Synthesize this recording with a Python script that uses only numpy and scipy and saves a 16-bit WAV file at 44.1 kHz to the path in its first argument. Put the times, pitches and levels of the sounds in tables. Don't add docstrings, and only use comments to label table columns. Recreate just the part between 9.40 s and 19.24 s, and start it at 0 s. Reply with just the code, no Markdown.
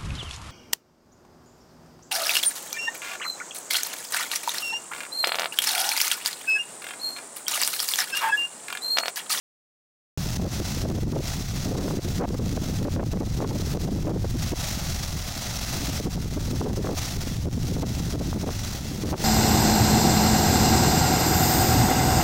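import sys
import numpy as np
from scipy import signal
from scipy.fft import rfft, irfft, next_fast_len
from scipy.io import wavfile
from scipy.ndimage import uniform_filter1d, map_coordinates

SR = 44100
rng = np.random.default_rng(int(sys.argv[2]) if len(sys.argv) > 2 else 0)


def to_wav(sig):
    pcm = np.clip(np.atleast_2d(sig), -1, 1) * 32767
    pcm = np.round(pcm).astype(np.int16)
    wavfile.write(sys.argv[1], SR, pcm.T)


N = 433944

# (time [s], relative level [dB])
JET_ENVELOPE = [(0.78, -34.5), (1.3, -32.5), (1.9, -33.5), (2.05, -37.5), (2.5, -30.5), (2.9, -38),
                (3.35, -35.5), (4.25, -33.5), (4.85, -39), (5.25, -30), (5.7, -35), (6.2, -30.5),
                (6.6, -32), (6.9, -40.5), (7.4, -28.5), (7.68, -30.5), (8.05, -40), (8.55, -34.5),
                (8.8, -39), (9.25, -34.5), (9.55, -39), (9.84, -29.5)]
# (frequency [Hz], relative spectral level [dB])
JET_SPECTRUM = [(200, 2), (450, -4), (700, 3), (1100, -2), (2000, -2), (3000, -3), (4000, 0.26),
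                (4900, -0.2), (5700, 2.5), (6500, -0.1), (8000, -7), (10000, -9.5), (13000, -11.5),
                (15800, -8.5)]
# (time [s], relative level [dB], eddy rate [Hz])
BREEZE_CURVE = [(0.78, -26.5, 160), (1.3, -30, 179.8), (1.62, -19.5, 150.2), (1.87, -29, 149.6),
                (2.68, -27, 164.9), (2.9, -22.5, 170.1), (3.28, -27, 199.7), (3.65, -15.5, 135),
                (4.2, -25, 189.9), (4.8, -18, 150), (5.2, -29, 120), (5.6, -27.5, 120), (6.0, -33.5, 139.8),
                (6.35, -29.5, 169.8), (7.0, -27, 165), (7.38, -16, 125.2), (7.68, -31.5, 144.7),
                (8.15, -23.5, 160.2), (8.8, -25.5, 170), (9.3, -31, 155), (9.84, -30, 245.2)]
# (time [s], duration [s], relative level [dB], eddy rate [Hz])
GUST_EVENTS = [(0.973, 0.031, -15.5, 200.5), (1.015, 0.064, -14, 361), (1.203, 0.019, -19, 348),
               (1.43, 0.16, -15, 339.7), (1.637, 0.059, -12, 219.6), (1.726, 0.08, -16.5, 341.2),
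               (2.26, 0.29, -20, 340), (2.574, 0.023, -17.5, 249.7), (2.652, 0.05, -20.5, 310),
               (2.792, 0.063, -16, 560.3), (2.881, 0.072, -21, 308.7), (2.995, 0.048, -17, 291.5),
               (3.168, 0.052, -19, 259.4), (3.399, 0.086, -16.5, 310.3), (3.563, 0.08, -12.5, 350.6),
               (3.736, 0.035, -12.5, 300.2), (3.809, 0.029, -12, 339.2), (4.004, 0.046, -15.5, 500.4),
               (4.06, 0.11, -19, 289), (4.343, 0.033, -17.5, 339.5), (4.448, 0.14, -17.5, 290.2),
               (4.648, 0.074, -16, 420), (4.735, 0.041, -17.5, 329), (4.845, 0.0075, -23, 430.6),
               (5.125, 0.013, -17, 249.7), (6.483, 0.017, -23, 330.3), (6.602, 0.013, -21.5, 448.8),
               (6.657, 0.034, -14.5, 318), (6.76, 0.03, -18.5, 311.5), (6.965, 0.018, -22, 338.8),
               (7.125, 0.04, -20.5, 319.3), (7.212, 0.072, -15, 399.2), (7.3, 0.035, -12, 330),
               (7.373, 0.046, -13.5, 311.5), (7.446, 0.097, -16.5, 418.5), (7.772, 0.03, -18, 169.2),
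               (8.058, 0.03, -13.5, 348.8), (8.319, 0.085, -22, 247.2), (8.425, 0.042, -17, 329.8),
               (8.738, 0.024, -20.5, 369.2), (8.804, 0.02, -22.5, 329.4), (8.949, 0.027, -23.5, 320),
               (9.034, 0.016, -20.5, 359.2), (9.066, 0.035, -23, 461), (9.637, 0.048, -22.5, 321.4),
               (9.715, 0.042, -15.5, 420)]
# (time [s], relative level added to the wind's [dB])
VORTEX_SLAPS = [(1.514, 3), (1.734, 2), (2.482, 7), (2.51, 8), (2.804, 2), (3.563, 4), (3.632, 9),
                (4.005, 8), (4.695, 6), (7.215, 12), (7.472, 10), (8.432, 0), (8.93, 8.5), (9.091, 12),
                (9.729, 11.5)]

GROUND_DELAY_S, GROUND_SHARE = 0.001482, 0.15
GUST_ATTACK_S, GUST_RELEASE_S = .005, .008
BUFFET_HALF_S, BUFFET_DB, BUFFET_HURRY_DB = .011, 3, 3.5
CALM_DB, STIRRED_DB = -29, -21
START_S, CUTOFF_HZ = .775, 15850


def geyser(sputter_db, flutter_db, patter_db):
    jet_db, = in_time(JET_ENVELOPE)
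    jet = rng.standard_normal(N) * from_db(sputter_db * drift(34) + flutter_db * drift(60))
    patter = from_db(patter_db) * drops(per_s=1500, spread_db=6.0)
    direct = coloured(jet + patter, JET_SPECTRUM)
    return from_db(jet_db) * rms_one(direct + GROUND_SHARE * ground_echo(direct))


def drops(per_s, spread_db):
    sizes = from_db(spread_db * np.minimum(rng.exponential(1, N), 6))
    signs = rng.choice([-1, 1], N)
    lands = rng.random(N) < per_s / SR
    return rms_one(sizes * signs * lands)


def ground_echo(direct):
    n = np.arange(N)
    delayed = np.interp(n - np.round(GROUND_DELAY_S * SR), n, direct)
    return signal.sosfilt(signal.butter(1, 7000, fs=SR, output="sos"), delayed)


def wind(steepness, lumpy_db, hurry_db, samples_per_eddy):
    level_db, eddy_hz = gusting_flow()
    lumps = drift(69.58)
    push = buffets(level_db, count=150)
    hurry = from_db(hurry_db * lumps + BUFFET_HURRY_DB * push)
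    eddies_passed = np.cumsum(eddy_hz * hurry) / SR
    pattern = eddies(steepness, samples_per_eddy, size=131072)
    pressure = map_coordinates(pattern, [eddies_passed * samples_per_eddy], order=3, mode="wrap")
    strength = from_db(level_db + lumpy_db * lumps + BUFFET_DB * push)
    return pressure * strength + slaps(level_db, width_s=0.00024, trim_db=-2.5)


def gusting_flow():
    level_db, eddy_hz = in_time(BREEZE_CURVE)
    for s, length, db, hz in GUST_EVENTS:
        corners = [s - GUST_ATTACK_S, s, s + length, s + length + GUST_RELEASE_S]
        at = np.arange(int(corners[0] * SR), min(int(corners[-1] * SR), N))
        share = np.interp(at / SR, corners, [0, 1, 1, 0])
        level_db[at] += share * (db - level_db[at])
        eddy_hz[at] += share * (hz - eddy_hz[at])
    return level_db, eddy_hz


def eddies(steepness, samples_per_eddy, size):
    cycles_per_eddy = np.fft.rfftfreq(size, 1 / samples_per_eddy)
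    rolloff = 1 / np.sqrt(1 + (cycles_per_eddy / 0.87) ** (2 * steepness))
    pattern = irfft(rfft(rng.standard_normal(size)) * rolloff)
    local_power = uniform_filter1d(pattern ** 2, 3 * samples_per_eddy)
    return pattern / np.sqrt(local_power)


def buffets(level_db, count):
    late, size = rng.random((count, 2)).T
    middles = (np.arange(count) + late) * N / count
    half = BUFFET_HALF_S * SR
    push = np.zeros(N)
    for middle, strength in zip(middles, .5 + size):
        at = np.arange(max(int(middle - half), 0), min(int(middle + half), N))
        push[at] += strength * np.minimum(2 - 2 * np.abs(at - middle) / half, 1)
    return (push - push.mean()) * np.interp(level_db, [CALM_DB, STIRRED_DB], [0, 1])


def slaps(level_db, width_s, trim_db):
    pressure = np.zeros(N)
    for (s, db), (stretch_db, side) in zip(VORTEX_SLAPS, rng.standard_normal((len(VORTEX_SLAPS), 2))):
        at = int(s * SR)
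        near = np.arange(max(at - 256, 0), min(at + 256, N))
        phase = (near - at) / (width_s * SR * from_db(stretch_db))
        pulse = phase * np.exp(.5 - phase ** 2 / 2)
        pressure[near] += np.sign(side) * from_db(level_db[at] + db + trim_db) * pulse
    return pressure


def port(pressure, low_cut_hz, boom_hz, boom_q, boom_db):
    passed = signal.sosfilt(signal.butter(1, low_cut_hz, "high", fs=SR, output="sos"), pressure)
    boom = signal.lfilter(*signal.iirpeak(boom_hz, boom_q, fs=SR), passed)
    return passed + from_db(boom_db) * boom


def limiter(x, threshold_db, release_db_per_s, attack_s, sense_hz):
    sensed = signal.sosfilt(signal.butter(1, sense_hz, fs=SR, output="sos"), x)
    over_db = np.maximum(20 * np.log10(np.abs(sensed) + 1e-9) - threshold_db, 0)
    ramp = release_db_per_s * np.arange(N) / SR
    held_db = np.maximum.accumulate(over_db + ramp) - ramp
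    pole = np.exp(-1 / (attack_s * SR))
    return x * from_db(-signal.lfilter([1 - pole], [1, -pole], held_db))


def drift(corner_hz):
    step, settle = 40, 2000
    pole = np.exp(-2 * np.pi * corner_hz * step / SR)
    white = rng.standard_normal(N // step + settle + 2)
    slow = signal.lfilter([1], [1, -2 * pole, pole * pole], white)[settle:]
    return np.interp(np.arange(N) / step, np.arange(len(slow)), rms_one(slow))


def coloured(x, spectrum):
    size = next_fast_len(N)
    hz, db = np.transpose(spectrum)
    bin_hz = np.maximum(np.fft.rfftfreq(size, 1 / SR), 1)
    gain = from_db(np.interp(np.log(bin_hz), np.log(hz), db))
    return rms_one(irfft(rfft(x, size) * gain, size)[:N])


def in_time(rows):
    times, *columns = np.transpose(rows)
    return [np.interp(np.arange(N) / SR, times, column) for column in columns]


def from_db(db):
    return 10 ** (np.asarray(db) / 20)


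def rms_one(x):
    return x / np.sqrt(np.mean(x ** 2) + 1e-20)


def scene():
    water = from_db(-0.64) * geyser(sputter_db=1.5, flutter_db=1.37, patter_db=-8)
    air = from_db(0.1) * wind(steepness=2.56, lumpy_db=1.34, hurry_db=1.55, samples_per_eddy=32)
    rumble = port(air, low_cut_hz=29.0, boom_hz=108, boom_q=2.4, boom_db=-16.5)
    return (water + rumble)[None]


def record(dry):
    limited = limiter(dry[0], threshold_db=-21.0, release_db_per_s=316, attack_s=0.00074, sense_hz=2680)
    ceiling = from_db(-20)
    clipped = limited / (1 + (limited / ceiling) ** 16) ** (1 / 16)
    running = np.arange(N) / SR >= START_S
    band_limit = signal.ellip(12, .1, 90, CUTOFF_HZ, fs=SR, output="sos")
    return signal.sosfilt(band_limit, clipped * running)[None]


dry = scene()
out = record(dry)
to_wav(out)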